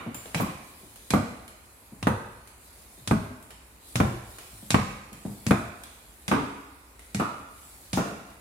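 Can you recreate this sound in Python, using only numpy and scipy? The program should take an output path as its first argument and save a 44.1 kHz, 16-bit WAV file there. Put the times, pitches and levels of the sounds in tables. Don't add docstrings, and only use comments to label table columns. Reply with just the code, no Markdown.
import sys
import numpy as np
from scipy import signal
from scipy.fft import rfft, irfft, next_fast_len
from scipy.io import wavfile
from scipy.ndimage import uniform_filter1d

SR = 44100
rng = np.random.default_rng(int(sys.argv[2]) if len(sys.argv) > 2 else 0)


def to_wav(sig):
    pcm = np.clip(np.atleast_2d(sig), -1, 1) * 32767
    pcm = np.round(pcm).astype(np.int16)
    wavfile.write(sys.argv[1], SR, pcm.T)


N = 370652
PULSE_SIZE, TAIL_SIZE = 8192, 32768


def from_db(db):
    return 10 ** (np.asarray(db) / 20)


def at_hz(points, hz):
    points = np.array(points)
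    return np.interp(np.log(hz + 1e-6), np.log(points[:, 0]), points[:, 1])


def bins(size):
    return np.arange(size // 2 + 1) * SR / size


def add(out, s, sound):
    start = round(s * SR)
    part = sound[:, max(-start, 0):N - start]
    first = max(start, 0)
    out[:, first:first + part.shape[1]] += part


def uneven(count, size):
    row = uniform_filter1d(rng.standard_normal(count), size)
    row = uniform_filter1d(row, size)
    return row / row.std()


# f/Hz, side over mid/dB
FIELD_WIDTH = [(60, -15.5), (125, -27), (250, -10), (500, -8.5), (1000, 0.5), (2000, 0.5), (12000, 0)]


def diffuse(size):
    mid, side = rfft(rng.standard_normal((2, size)))
    side_gain = from_db(at_hz(FIELD_WIDTH, bins(size)))
    return mid + side * side_gain * np.array([[1], [-1]])


def coloured_noise(spectrum):
    size = next_fast_len(N)
    shaped = diffuse(size) * from_db(at_hz(spectrum, bins(size)))
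    noise = irfft(shaped, size)[:, :N]
    return noise / noise.mean(axis=0).std()


def pulse(gain_db):
    cepstrum = irfft(np.log(from_db(gain_db)))
    cepstrum[1:PULSE_SIZE // 2] *= 2
    cepstrum[PULSE_SIZE // 2 + 1:] = 0
    return irfft(np.exp(rfft(cepstrum)))


def dying(t, t60):
    fall = np.exp(-np.log(1000) * t / t60)
    return fall / np.sqrt(np.sum(fall ** 2))


def resonance(hz, width_hz, height_db):
    offset = (bins(PULSE_SIZE) - hz) / (width_hz / 2)
    return height_db / (1 + offset ** 2)


def ripple(depth_db):
    hz = bins(PULSE_SIZE)
    return depth_db * uneven(len(hz), size=30) * hz / (hz + 600)


def slap(level_db, t60, low_hz):
    burst = irfft(diffuse(TAIL_SIZE), TAIL_SIZE) * dying(np.arange(TAIL_SIZE) / SR, t60)
    low_cut = signal.butter(2, low_hz, "high", fs=SR, output="sos")
    return from_db(level_db) * signal.sosfilt(low_cut, burst + 1e-18)


# f/Hz, early echoes/dB, early t60/s, late tail/dB, tail t60/s
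STAIRWELL_BANDS = [(60, -2, 0.24, -2.5, 0.84), (125, 0, 0.28, -5, 0.65), (224, -2.5, 0.17, -7.5, 0.68),
                   (530, -2.5, 0.11, -3.5, 0.8), (1130, -5, 0.27, -3.5, 1), (2210, -7.5, 0.14, -2, 1),
                   (4400, -7, 0.14, -1, 0.88), (9150, -5.5, 0.2, -4.5, 0.95), (14100, 0, 0.14, -18, 0.31)]
# delay/s, level/dB
NEAR_SURFACES = [(.0028, -9.5), (.0046, -2), (0.0105, -1.5)]


def stairwell(direct_db, early_db, tail_db, pan_db, build_s=.011, modes_db=2.0):
    t, pitch = np.arange(TAIL_SIZE) / SR, np.log(bins(TAIL_SIZE) + 1)
    field = diffuse(TAIL_SIZE) * from_db(modes_db * uneven(len(pitch), size=8))
    out, build_up = np.zeros((2, TAIL_SIZE)), 1 - np.exp(-t / build_s)
    centres = np.log(np.array(STAIRWELL_BANDS)[:, 0])
    for own, (_, near_db, near_t60, far_db, far_t60) in zip(np.eye(len(STAIRWELL_BANDS)), STAIRWELL_BANDS):
        band = irfft(field * np.interp(pitch, centres, own), TAIL_SIZE)
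        early = from_db(early_db + near_db) * dying(t, near_t60)
        tail = from_db(tail_db + far_db) * dying(t, far_t60) * build_up
        out += band * (early + tail)
    out[:, 0] += from_db(direct_db + np.array([pan_db, -pan_db]) / 2)
    for delay_s, level_db in NEAR_SURFACES:
        lag = SR * delay_s * rng.uniform(.85, 1.15) + rng.uniform(-10.0, 6, 2)
        out[[0, 1], np.abs(lag).astype(int)] += from_db(direct_db + level_db)
    return out


def broad_colour(response):
    power = np.cumsum(np.abs(rfft(response.mean(axis=0))) ** 2)
    hz, fine = bins(PULSE_SIZE), bins(TAIL_SIZE)
    reach = 12 + .05 * hz
    low, high = np.maximum(hz - reach, 0), np.minimum(hz + reach, SR / 2)
    band_power = np.interp(high, fine, power) - np.interp(low, fine, power)
    mean = band_power / ((high - low) / fine[1])
    return 10 * np.log10(mean + 1e-12)


# f/Hz, width/Hz, height/dB
STAIRCASE_RESONANCES = [(108.4, 19, 3.5), (202.5, 4.5, 2), (281.5, 48, 2.5), (468, 70, 2.5), (630, 134, 2),
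                        (2410, 200, 1.5), (3650, 490, 2.5)]


def blow(gain_db, response):
    staircase_db = sum(resonance(*mode) for mode in STAIRCASE_RESONANCES)
    heard_db = gain_db + staircase_db - broad_colour(response)
    return -signal.fftconvolve(response, pulse(heard_db)[None], axes=1)


def shelves(weight_db, bass_hz, hardness_db, treble_hz, top_hz):
    corners = (bass_hz, treble_hz, top_hz)
    bass, below_treble, below_top = (1 / (1 + (bins(PULSE_SIZE) / hz) ** 4) for hz in corners)
    return weight_db * bass + hardness_db * (below_top - below_treble)


# t/s, level/dB
ECHO_OPENNESS = [(0.4, -0.5), (2.0, -3.5), (5.5, -3), (6.3, 1), (7.9, 4)]


def footfalls(table, spectrum, bass_hz, treble_hz, top_hz, boom_db, boom_width_hz,
              shoe_hz, shoe_db, shoe_width_hz, ring_db, ring_q, ripple_db, slap_db, slap_t60,
              direct_db, early_db, tail_db, echo_share, pan_db):
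    out, hz = np.zeros((2, N)), bins(PULSE_SIZE)
    usual_db = at_hz(spectrum, hz) + resonance(shoe_hz, shoe_width_hz, shoe_db)
    for s, level_db, weight_db, hardness_db, boom_hz, *rings_hz in table:
        gain_db = usual_db + level_db + ripple(ripple_db)
        gain_db += shelves(weight_db, bass_hz, hardness_db, treble_hz, top_hz)
        gain_db += resonance(boom_hz, boom_width_hz, boom_db)
        gain_db += sum(resonance(ring_hz, ring_hz / ring_q, ring_db) for ring_hz in rings_hz)
        echo_db = echo_share * np.interp(s, *np.transpose(ECHO_OPENNESS))
        response = stairwell(direct_db - echo_db, early_db, tail_db + echo_db / 2, pan_db)
        response += slap(slap_db - echo_db, slap_t60, low_hz=360)
        add(out, s, blow(gain_db, response))
    return out


# t/s, level/dB, weight as bass/dB, hardness as treble/dB, tread boom f/Hz, lower and upper tile ring f/Hz
HEEL_LANDINGS = [(-0.13, -3.5, -7, 10, 200, 1100, 1390), (0.399, -4.5, -1, 0, 176, 720, 1090),
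                 (1.137, 3, -1, -3, 206, 746, 1190), (2.0703, .5, 1, 1.5, 218, 710, 1790),
                 (3.1112, 1, 5, -2.5, 224, 654, 2460), (4.002, 1.5, 5, 1.4, 109, 774, 1043),
                 (4.7442, 2.5, 2.5, 3, 190, 1040, 2220), (5.509, 3.5, 0, 3, 211, 477, 2120),
                 (6.315, 1.5, -3, 4, 277, 910, 1440), (7.1982, -2, -7, 1.2, 327, 714, 1206),
                 (7.9735, -0.5, -6, -3.5, 196, 807, 1420)]
# f/Hz, level/dB
HEEL_COLOUR = [(30, 13), (55, 21), (110, 26.5), (220, 31), (390, 20.5), (700, 17.5), (1250, 17.5),
               (1700, 7.5), (2400, 5), (3200, -4.5), (5500, -13), (10000, -11), (13000, -15.5),
               (16000, -32)]


def heels():
    return footfalls(HEEL_LANDINGS, HEEL_COLOUR, bass_hz=170, treble_hz=1450, top_hz=5500,
                     boom_db=3.5, boom_width_hz=41, shoe_hz=1280, shoe_db=1.0, shoe_width_hz=140,
                     ring_db=5.0, ring_q=16.7, ripple_db=3.0, slap_db=-8.0, slap_t60=0.038,
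                     direct_db=-11, early_db=-2.5, tail_db=-2.5, echo_share=.98, pan_db=1.5)


# f/Hz, level/dB per Hz
HOUSE_COLOUR = [(18, -45), (30, -25), (45, 1), (58, 7), (89, -4.5), (130, -10.5), (335, -11), (500, -15),
                (1000, -16), (1600, -21.5), (2500, -21.5), (3500, -43), (5700, -50), (11000, -49),
                (16000, -44)]


def quiet_house(level_db=-56):
    return from_db(level_db) * coloured_noise(HOUSE_COLOUR)


# t/s, level/dB, weight as bass/dB, hardness as treble/dB, tread boom f/Hz, tile ring f/Hz
TOE_LANDINGS = [(0.3464, 6.5, -5, -9.5, 164, 2250), (1.1053, 1, -2, 2, 133, 2260),
                (2.0276, -2, 1.5, -7.5, 98, 2900), (3.075, -2.5, -1, 2.5, 100, 3650),
                (3.9564, 3.5, 1, -2, 113, 2260), (4.7051, 5, -3.5, 1.5, 106, 3620),
                (5.4655, -1.5, 9.5, 0.5, 207, 2410), (6.28, 0.5, -2.5, -1, 197, 3520),
                (7.1465, -3, 6, 2, 198, 2360), (7.931, -0.5, 3, 0, 185, 4400)]
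# start t/s, swish level/dB
LEG_SWINGS = [(0.051, -54.5), (0.45, -57.5), (1.45, -61.5), (2.45, -58), (3.72, -53.5), (4.1, -55),
              (5.05, -56), (5.6, -59.5), (6.85, -59.5), (7.38, -56.5)]


def swishing(attack_s=0.21, hold_s=0.057, release_s=0.39, rest_db=-63):
    t = np.arange(N) / SR
    strength = from_db(rest_db)
    for (start_s, level_db), (landing_s, *_) in zip(LEG_SWINGS, TOE_LANDINGS):
        attack = np.clip((t - start_s) / attack_s, 0, 1)
        release = np.clip(1 - (t - landing_s - hold_s) / release_s, 0, 1)
        strength = np.maximum(strength, from_db(level_db) * attack * release)
    return strength


# f/Hz, level/dB per Hz
CLOTH_COLOUR = [(500, 0.5), (1500, -8), (3000, -4.5), (4200, -1), (5700, -6), (7500, 0), (10500, 2.5),
                (13000, -3), (15000, -4.5), (16000, -14)]


def trousers(cloth_db=1.17, grain_db=0.5, patchy_db=2.6):
    catch = uniform_filter1d(rng.standard_normal(N), size=200)
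    cells = signal.stft(coloured_noise(CLOTH_COLOUR), nperseg=1024)[2]
    folds = uniform_filter1d(rng.standard_normal(cells.shape[1:]), size=7, axis=0)
    folds = uniform_filter1d(folds, size=7, axis=1)
    hiss = signal.istft(cells * from_db(patchy_db * folds / folds.std()))[1][:, :N]
    grain = from_db(cloth_db + grain_db * catch / catch.std())
    return swishing() * grain * hiss


# t/s, level/dB, boom f/Hz
WEIGHT_SHIFTS = [(0.064, 3.5, 223), (0.833, -13, 380), (1.923, -8, 215), (2.98, -16, 129),
                 (4.529, -16, 102), (4.627, -10, 211), (5.121, -10, 203), (5.252, 5, 203)]
# f/Hz, level/dB
THUD_COLOUR = [(40, -18), (110, 13), (210, 11), (330, 7.5), (450, -2), (750, -1), (1300, -17.5),
               (3000, -28), (16000, -50)]


def thuds():
    out, usual_db = np.zeros((2, N)), at_hz(THUD_COLOUR, bins(PULSE_SIZE))
    for s, level_db, boom_hz in WEIGHT_SHIFTS:
        gain_db = usual_db + level_db + resonance(boom_hz, width_hz=37, height_db=11.5)
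        response = stairwell(direct_db=-5.5, early_db=-3.5, tail_db=1, pan_db=0.5)
        add(out, s, blow(gain_db, response))
    return out


# t/s, level/dB, brightness/dB per octave
LIGHT_TICKS = [(0.145, 3, -0.5), (0.257, -3.5, -3.5), (0.959, -3, 0.5), (1.479, -2.5, 0.5), (2.474, -5, 0),
               (3.426, -8.5, 5.5), (3.506, -2, -.5), (4.385, 1, -0.5), (5.129, -1.5, 0), (5.836, 0.5, 1),
               (6.993, -5.5, -0.5), (8.302, -9.5, -2.5)]
# f/Hz, level/dB
TICK_COLOUR = [(100, -8), (700, -11.5), (2400, -13), (4000, -16.5), (6000, -19), (10000, -14.5),
               (16000, -30)]


def ticks():
    out, hz = np.zeros((2, N)), bins(PULSE_SIZE)
    octaves = np.log2(np.maximum(hz, 500) / 5000)
    for s, level_db, brightness in LIGHT_TICKS:
        gain_db = at_hz(TICK_COLOUR, hz) + level_db + brightness * octaves + ripple(depth_db=3.5)
        response = stairwell(direct_db=-16.5, early_db=-8.5, tail_db=-1, pan_db=-2)
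        response += slap(-6.5, t60=0.029, low_hz=350)
        add(out, s, blow(gain_db, response))
    return out


# t/s, level/dB
METAL_RINGS = [(0.145, -39)]
# f/Hz, level/dB, t60/s
METAL_MODES = [(7235, -1.5, .49), (7253, -4, .49), (9195, -7, .42), (9900, -11, .1), (11710, -11, .36),
               (12950, -14, .2), (13600, -11, .09), (14930, -5, .33), (15200, -10, .1)]


def clink():
    out, t = np.zeros((2, N)), np.arange(TAIL_SIZE) / SR
    ring = np.zeros((2, TAIL_SIZE))
    for hz, db, t60 in METAL_MODES:
        phase = rng.normal(0, 1.0, (2, 1))
        ring += from_db(db - 60 * t / t60) * np.sin(2 * np.pi * hz * t + phase)
    for s, level_db in METAL_RINGS:
        add(out, s, from_db(level_db) * ring)
    return out


# f/Hz, level/dB
TOE_COLOUR = [(30, 5), (60, 7), (110, 20.5), (220, 17), (400, 3.5), (700, 4), (1250, 2), (1700, 0),
              (2400, 2), (3200, -1.5), (5500, -1), (10000, -3.5), (13000, -15.5), (16000, -35)]


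def toes():
    return footfalls(TOE_LANDINGS, TOE_COLOUR, bass_hz=404, treble_hz=3420, top_hz=16000,
                     boom_db=11.5, boom_width_hz=27, shoe_hz=1600, shoe_db=1.0, shoe_width_hz=210,
                     ring_db=3.5, ring_q=5.8, ripple_db=2.5, slap_db=-4.0, slap_t60=0.03,
                     direct_db=-12.0, early_db=-2, tail_db=-4.0, echo_share=0.65, pan_db=-1.0)


# t/s, level/dB, length/s, hiss centre f/Hz
SOLE_SLIDES = [(0.354, -40, 0.044, 2480), (0.4, -41, 0.021, 12500), (2.06, -47, 0.036, 9600),
               (3.958, -44, 0.022, 4000), (4.711, -54, 0.025, 3800), (5.469, -43, 0.023, 8540),
               (6.276, -49, 0.022, 10000), (7.941, -42, 0.046, 6000)]


def scuffs(width_hz=2500):
    out = np.zeros((2, N))
    for s, level_db, length_s, hiss_hz in SOLE_SLIDES:
        size = int(max(length_s, .005) * SR)
        grit = rng.standard_normal(size) ** 3 * np.hanning(size)
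        response = stairwell(direct_db=-7, early_db=-3, tail_db=-0.5, pan_db=-4)
        hiss = blow(resonance(hiss_hz, 2 * width_hz, height_db=11.5), response)
        sound = signal.fftconvolve(hiss, grit[None], axes=1)
        add(out, s, from_db(level_db) * sound / sound[:, :size].std())
    return out


def scene():
    landings = heels() + toes()
    small_contacts = thuds() + ticks() + scuffs() + clink()
    return landings + small_contacts + trousers() + quiet_house()


# f/Hz, left over right/dB
MICROPHONE_BALANCE = [(60, 0.0), (110, -0.5), (200, 1.5), (380, 0), (700, 0), (1290, -2.0), (2380, -4.5),
                      (4400, -0.5), (8120, 0.5), (15000, 0)]


def record(dry, low_cut_hz=30, cutoff_hz=16200):
    size = next_fast_len(N + PULSE_SIZE)
    lean = from_db(at_hz(MICROPHONE_BALANCE, bins(size)) * np.array([[.5], [-.5]]))
    heard = irfft(rfft(dry, size) * lean, size)[:, :N]
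    low_cut = signal.butter(4, low_cut_hz, "high", fs=SR, output="sos")
    top_cut = signal.ellip(10, .1, 80, cutoff_hz, fs=SR, output="sos")
    return signal.sosfilt(top_cut, signal.sosfilt(low_cut, heard))


dry = scene()
out = record(dry)
to_wav(out)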